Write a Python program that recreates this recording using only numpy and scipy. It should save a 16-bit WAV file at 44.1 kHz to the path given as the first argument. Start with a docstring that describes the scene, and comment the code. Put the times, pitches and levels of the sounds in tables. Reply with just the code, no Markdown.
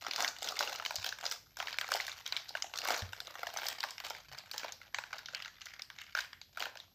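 """Plastic sachet at close range

A small plastic sachet is pulled, twisted and bitten close to a little built-in microphone in a furnished room.
Creases snap over one by one and in dense crackles: bursts of noisy slips ring resonators, the film's patches.
The desk sends back one quick echo, the room a short tail of decaying noise; an arm bumps low desk modes.
Filtered noise makes the rumble and hiss underneath, a sine the thin electronic whine."""
import sys
import numpy as np
from scipy import signal
from scipy.fft import rfft, irfft
from scipy.io import wavfile

SR = 44100
rng = np.random.default_rng(int(sys.argv[2]) if len(sys.argv) > 2 else 0)


def boost_factor(decibels):
    """Convert a level in decibels to a linear amplitude factor."""
    exponent = np.asarray(decibels, float) / 20
    return 10 ** exponent


def log_audio(samples):
    """Write samples as a 16-bit WAV file to the path given in sys.argv[1]."""
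    # one column per channel
    frames = np.atleast_2d(samples).T
    # limit to full scale, then quantise
    limited = np.clip(frames, -1, 1)
    pcm = np.round(limited * 32767).astype(np.int16)
    wavfile.write(sys.argv[1], SR, pcm)


N = 306380   # length in samples

# How the grip shapes the film's sound; a tighter grip leaves smaller free patches:
# [t/s, low body level/dB, bright edge level/dB, sparkle level/dB]
GRIP_TONE = [(0, 12.5, 7.5, 2), (2.1, -7.5, 0, 1.5), (2.9, 4.5, -1, 3), (4.2, -5.5, -3.5, 4.5),
             (5.4, -1.5, -6.5, -2), (5.7, -51, -17, -1), (6.7, 10.5, 4.5, 2.5)]


def rms_one(x):
    """Scale to unit rms."""
    return x / np.sqrt(np.mean(x ** 2) + 1e-20)


def ring(clicks, hz, t60):
    """Two-pole resonator: a unit click starts a wave of height 1, with no steady push left over."""
    radius = boost_factor(-60 / (t60 * SR))
    turn = 2 * np.pi * hz / SR
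    poles = [1, -2 * radius * np.cos(turn), radius * radius]
    return signal.lfilter([1, -1], poles, clicks + 1e-18) * np.cos(turn / 2)


def coloured(x, points):
    """Causal minimum-phase filter that follows a table of [f/Hz, gain level/dB]."""
    hz, level_db = np.transpose(points)
    grid_hz = np.linspace(1, SR / 2, 4097)
    log_gain = np.log(boost_factor(np.interp(np.log(grid_hz), np.log(hz), level_db)))
    # folding the cepstrum onto positive times makes the filter causal
    cepstrum = irfft(log_gain)
    cepstrum[1:4096] *= 2
    cepstrum[4097:] = 0
    response = irfft(np.exp(rfft(cepstrum)))
    return signal.fftconvolve(x, response)[:N]


def creases(shape_db, sparkle_db, spread_db, slip_ms, draws):
    """One sound a row: a crease lets go in quick slips that ring the film's patches, each a few cycles."""
    patch_hz = np.geomspace(280, 15000, 20)
    t_ms = np.arange(512) / SR * 1000
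    rough = draws[:, :512] * np.sqrt(np.abs(draws[:, :512]))
    slips = rough * np.exp(-t_ms / slip_ms) * (1 - np.exp(-t_ms / 0.47))
    out = 0
    for k, hz in enumerate(patch_hz):
        colour_db = shape_db(hz) + spread_db * draws[:, 512 + k]
        # some creases sparkle more than others
        colour_db = colour_db + (hz > 8000) * (sparkle_db + 3.97 * draws[:, 532])
        # before colouring, patches of all sizes carry the same power per Hz
        gain = (-1) ** k * boost_factor(colour_db)[:, None] * hz / 2000
        out = out + gain * ring(slips, hz, 4.66 / hz)
    # every row gets the same energy in the middle of the spectrum
    middle = signal.butter(2, [500, 7000], "band", fs=SR, output="sos")
    heard = signal.sosfilt(middle, out)
    return out / np.sqrt(np.sum(heard ** 2, axis=1))[:, None]


def lay_down(at_s, sounds):
    """Add each row into the scene at its time."""
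    out = np.zeros(N + SR)
    samples = (at_s * SR).astype(int)[:, None] + np.arange(512)
    np.add.at(out, samples, sounds)
    return out[:N]


def sparkle_at(at_s):
    """Top treble that the grip lets out, dB."""
    s, *_, sparkle_db = np.transpose(GRIP_TONE)
    return np.interp(at_s, s, sparkle_db)


def snaps(slip_ms):
    """Big creases, each centred on the pitch of the patch that lets go; also their smoother sound all round."""
    # creases snapping over: [t/s, level before the microphone's colour/dB, main patch f/Hz]
    big_creases = [(0.066, -22, 1280), (0.111, -20, 3200), (0.135, -22.5, 4530), (0.161, -18, 5400),
                   (0.224, -16.5, 5200), (0.246, -15, 1430), (0.278, -17, 4450), (0.386, -29.5, 4500),
                   (0.429, -19, 3170), (0.444, -23, 4670), (0.474, -24, 2730), (0.488, -19, 4500),
                   (0.569, -27, 2340), (0.591, -15.5, 5100), (0.607, -17, 950), (0.675, -23.5, 1610),
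                   (0.696, -29, 577), (0.759, -26, 4670), (0.799, -26, 960), (0.824, -29.5, 1500),
                   (0.851, -21.5, 4500), (0.861, -19, 2030), (0.908, -23, 920), (0.957, -17, 4530),
                   (0.962, -23, 4260), (1.029, -41, 4960), (1.044, -25.5, 2800), (1.063, -22.5, 2970),
                   (1.09, -21, 5000), (1.125, -26.5, 1580), (1.187, -31, 1740), (1.211, -30, 2920),
                   (1.254, -22.5, 4900), (1.264, -19, 5560), (1.313, -20, 4840), (1.322, -18, 2030),
                   (1.57, -27.5, 1490), (1.601, -20, 1190), (1.626, -26, 980), (1.672, -23.5, 2140),
                   (1.683, -25, 1410), (1.743, -30.5, 1490), (1.786, -16, 2110), (1.812, -18.5, 1440),
                   (1.844, -28, 1600), (1.889, -27.5, 600), (1.919, -15, 684), (1.939, -15.5, 4800),
                   (2.001, -19.5, 1990), (2.067, -23, 4630), (2.081, -25.5, 1370), (2.117, -28.5, 3100),
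                   (2.263, -22, 3140), (2.276, -24.5, 4800), (2.324, -18, 2120), (2.366, -18, 3600),
                   (2.371, -23.5, 2110), (2.492, -25.5, 4120), (2.552, -21, 980), (2.571, -28.5, 1550),
                   (2.623, -16.5, 5330), (2.738, -26.5, 1130), (2.775, -23, 3560), (2.787, -19.5, 4720),
                   (2.817, -27, 1670), (2.854, -25.5, 1030), (2.866, -32, 1480), (2.896, -22.5, 1000),
                   (2.904, -21, 1000), (3.021, -26.5, 1810), (3.132, -26.5, 1540), (3.203, -24, 4050),
                   (3.271, -28.5, 3860), (3.432, -23.5, 770), (3.469, -23, 1650), (3.539, -27.5, 615),
                   (3.572, -19, 5260), (3.633, -27, 596), (3.667, -20.5, 4340), (3.685, -15.5, 6140),
                   (3.805, -21.5, 3580), (3.83, -23.5, 2460), (3.838, -19, 1000), (3.847, -29, 980),
                   (3.907, -23.5, 6440), (3.981, -28.5, 2070), (4.002, -26.5, 1430), (4.347, -36, 1490),
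                   (4.386, -27.5, 4600), (4.514, -23, 4050), (4.58, -19.5, 6200), (4.646, -25.5, 530),
                   (4.722, -24, 5940), (4.816, -37, 2160), (4.945, -18.5, 1920), (4.986, -21, 1000),
                   (5.038, -30.5, 1590), (5.13, -26, 1500), (5.137, -31, 1460), (5.183, -32, 4850),
                   (5.19, -33.5, 1550), (5.259, -28, 3400), (5.285, -31.5, 1570), (5.348, -20.5, 2770),
                   (5.369, -36, 2220), (5.401, -31, 1580), (5.423, -27.5, 2920), (5.448, -29.5, 1700),
                   (5.458, -30, 1540), (5.479, -34, 1780), (5.616, -31, 3100), (5.657, -28.5, 5130),
                   (5.794, -31, 1770), (5.82, -25, 4360), (5.901, -31.5, 1610), (5.986, -31.5, 2260),
                   (6.151, -18.5, 1450), (6.167, -30, 1550), (6.174, -24, 1500), (6.188, -21, 1700),
                   (6.206, -24, 4700), (6.331, -32, 1740), (6.415, -32, 3850), (6.573, -26, 1130),
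                   (6.599, -36, 1530), (6.623, -21, 1530), (6.655, -25, 1520), (6.755, -35.5, 580),
                   (6.772, -32.5, 4920), (6.801, -32, 3430)]
    # a snap weakens away from the pitch of its main patch
    below_db_per_octave, above_db_per_octave = 11, 6.5
    s, level_db, main_hz = np.transpose(big_creases)
    draws = rng.standard_normal((len(s), 533))

    def near_db(hz):
        octaves = np.log2(hz / main_hz)
        below = below_db_per_octave * np.minimum(octaves, 0)
        above = above_db_per_octave * np.clip(octaves, 0, 2.5)
        return below - above

    def around_db(hz):
        return 0.7 * near_db(hz)

    near = creases(near_db, sparkle_at(s) + 0.76, 1.61, slip_ms, draws)
    # summed over all directions the colour is broader and the fine peaks even out
    around = creases(around_db, sparkle_at(s), 0, 0.1, draws)
    # the power of a snap is spread over its slips
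    size = boost_factor(level_db)[:, None] * np.sqrt(slip_ms * SR / 20000)
    start_s = np.maximum(s - 0.0006, 0)
    return [lay_down(start_s, sounds * size) for sounds in (near, around)]


def effort_at(at_s):
    """How hard the film is worked, dB: attack, hold and release of every gesture, powers added."""
    # pulls, twists and bites, each keeping the film busy for a while:
    # [start t/s, hold t/s, effort level/dB]
    gestures = [(0, 0.15, -50), (0.195, 0.063, -37.5), (0.447, 0.036, -41), (0.598, 0.0083, -34),
                (0.674, 0.064, -42.5), (0.84, 0.082, -49.5), (1.035, 0.035, -43), (1.241, 0.075, -47),
                (1.597, 0.03, -48), (1.684, 0.021, -47.5), (1.892, 0.094, -40.5), (2.033, 0.17, -53.5),
                (2.224, 0.25, -59), (2.478, 0.17, -56), (2.766, 0.041, -46), (2.881, 0.087, -37),
                (3.092, 0.8, -54), (3.586, 0.11, -41.5), (4.059, 0.014, -41), (4.14, 0.038, -54),
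                (4.297, 0.092, -52.5), (4.518, 0.13, -49), (4.817, 0.21, -63), (5.123, 0.076, -53.5),
                (5.314, 0.11, -55), (5.565, 0.059, -58.5), (5.666, 0.053, -56), (5.972, 0.078, -54.5),
                (6.175, 0.027, -46), (6.588, 0.029, -45.5), (6.753, 0.14, -66.5)]
    tighten_db_per_s, slacken_db_per_s = 312, 208
    start, hold, level_db = np.transpose(gestures)[:, :, None]
    early = np.maximum(start - at_s, 0)
    late = np.maximum(at_s - start - hold, 0)
    power = boost_factor(level_db - tighten_db_per_s * early - slacken_db_per_s * late) ** 2
    return 10 * np.log10(power.sum(axis=0) + 1e-12)


def crackle(per_s, size_db, slip_ms, busy_db):
    """Small creases at random, uneven in size and colour; harder handling makes them louder and denser."""
    at, chance = rng.random((2, round(per_s * N / SR)))
    at = at * N / SR
    draws = rng.standard_normal((len(at), 536))
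    effort_db = effort_at(at)
    # share of the creases that sound: all of them from busy_db upwards
    share = np.clip(boost_factor(0.6 * (effort_db - busy_db)), 0.28, 1)
    s, body_db, edge_db, _ = np.transpose(GRIP_TONE)
    body_db = np.interp(at, s, body_db) + 3.7 * draws[:, 533]
    edge_db = np.interp(at, s, edge_db) + 2.0 * draws[:, 534]
    size = rms_one(boost_factor(size_db * np.minimum(np.abs(draws[:, 535]), 2.7)))
    # where fewer creases sound, each is made stronger to hold the average power
    size = size * (chance < share) * boost_factor(effort_db) * np.sqrt(SR / per_s / share / 3)

    def colour_db(hz):
        octaves = np.clip(np.log2(hz / 2000), -1, 1)
        return max(-octaves, 0) * body_db + max(octaves, 0) * edge_db

    # 0.2 dB of top treble gained for each dB of effort
    sparkle_db = sparkle_at(at) + 0.2 * (effort_db - busy_db)
    sounds = creases(colour_db, sparkle_db, 3.35, slip_ms, draws)
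    return lay_down(at, sounds * size[:, None])


def desk_echo(x, count=40):
    """One quick reflection off the desk, whose delay wanders as the hands move."""
    delay_s, level_db = 0.00136, -10
    wander_share = 0.08   # scales the random drift of the delay
    sample = np.arange(N)
    wander = np.interp(sample, np.linspace(0, N, count), rng.uniform(-1.1, 1, count))
    delay = delay_s * SR * (1 + wander_share * wander)
    return boost_factor(level_db) * np.interp(sample - delay, sample, x)


def room(x, count=18):
    """Diffuse tail of decaying noise; as the hands move, one pattern of echoes gives way to the next."""
    # thin walls swallow the lows, cloth the highs: [lower f/Hz, upper f/Hz]
    wall_band = [155, 10600]
    t60_s, level_db = 0.3, -9.5
    t = np.arange(SR // 3) / SR
    place = np.linspace(0, count - 1, N)
    walls = signal.butter(1, wall_band, "band", fs=SR, output="sos")
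    out = 0
    for k, noise in enumerate(rng.standard_normal((count, len(t)))):
        dull = signal.sosfilt(walls, noise)
        # the tail waits 1.8 ms, then builds up over 3.6 ms
        tail = boost_factor(-60 * t / t60_s) * dull * np.clip(t / 0.0036 - 0.5, 0, 1)
        here = np.sqrt(np.maximum(1 - np.abs(place - k), 0))
        out = out + signal.oaconvolve(x * here, rms_one(tail) / np.sqrt(len(t)))[:N]
    return boost_factor(level_db) * out


def bumps():
    """An arm on the desk: a soft push sets the low desk modes going."""
    # pushes, whose pitch depends on the spot: [t/s, push level/dB, pitch ratio]
    arm_pushes = [(0.982, -46, 1), (3.022, -33.5, 1.003), (3.079, -45.5, 1.04), (4.282, -54, 1.54),
                  (4.32, -50, 1.4)]
    # desk modes: [f before the pitch ratio/Hz, level relative to the push/dB, t60/s]
    desk_modes = [(93.5, 1.5, 0.17), (64.3, -18, 0.39), (206, 1, 0.069)]
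    out = 0
    for s, level_db, ratio in arm_pushes:
        push = np.zeros(N)
        start = round(s * SR)
        push[start:start + 300] = boost_factor(level_db) * np.hanning(300) / 150
        for hz, mode_db, t60 in desk_modes:
            out = out + boost_factor(mode_db) * ring(push, hz * ratio, t60)
    return out


def background():
    """Rumble and hiss as filtered noise, and the whine of the electronics as a sine."""
    # spectrum of rumble and hiss: [f/Hz, relative level per Hz/dB]
    floor_spectrum = [(36, -43), (48, 4), (60, -9.5), (90, -1), (200, -11.5), (600, -21.5), (1500, -30.5),
                      (5000, -19), (10000, -42), (13700, -36)]
    # the whine rises slowly, then sinks a step: [t/s, rms level/dB]
    whine_level = [(0.0, -77), (4.06, -71.5), (4.14, -77), (6.95, -78)]
    floor_db, whine_hz = -70, 12695.3
    hiss = boost_factor(floor_db) * rms_one(coloured(rng.standard_normal(N), floor_spectrum))
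    t = np.arange(N) / SR
    whine_rms = boost_factor(np.interp(t, *np.transpose(whine_level)))
    whine = whine_rms * np.sqrt(2) * np.sin(2 * np.pi * whine_hz * t)
    return hiss + whine


def scene():
    """Film, desk echo and room as the microphone colours them, over bumps and background."""
    # film as the microphone colours it: [f/Hz, gain level/dB]
    mic_colour = [(150, -17), (400, -0.5), (600, 7), (1250, 7.5), (1520, 8.5), (2550, 5), (5000, 5.5),
                  (7000, -3.5), (9500, -24.5), (12000, -14), (14000, -14.5), (15300, -17.5)]
    near, around = snaps(slip_ms=1.6)
    small = crackle(per_s=450, size_db=7.5, slip_ms=1.9, busy_db=-42)
    film = near + small
    at_microphone = film + desk_echo(film) + room(around + small)
    return (coloured(at_microphone, mic_colour) + bumps() + background())[None]


def band_limit(x):
    """A steep low-pass at the top of the band."""
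    return signal.sosfilt(signal.butter(12, 16810, fs=SR, output="sos"), x)


def record(dry):
    """The top is cut steeply by a low-pass that is 22 dB down from 15650 Hz."""
    low_pass = signal.cheby2(14, 22, 15650, fs=SR, output="sos")
    mix = signal.sosfilt(low_pass, dry)
    return band_limit(mix)


dry = scene()
out = record(dry)
log_audio(out)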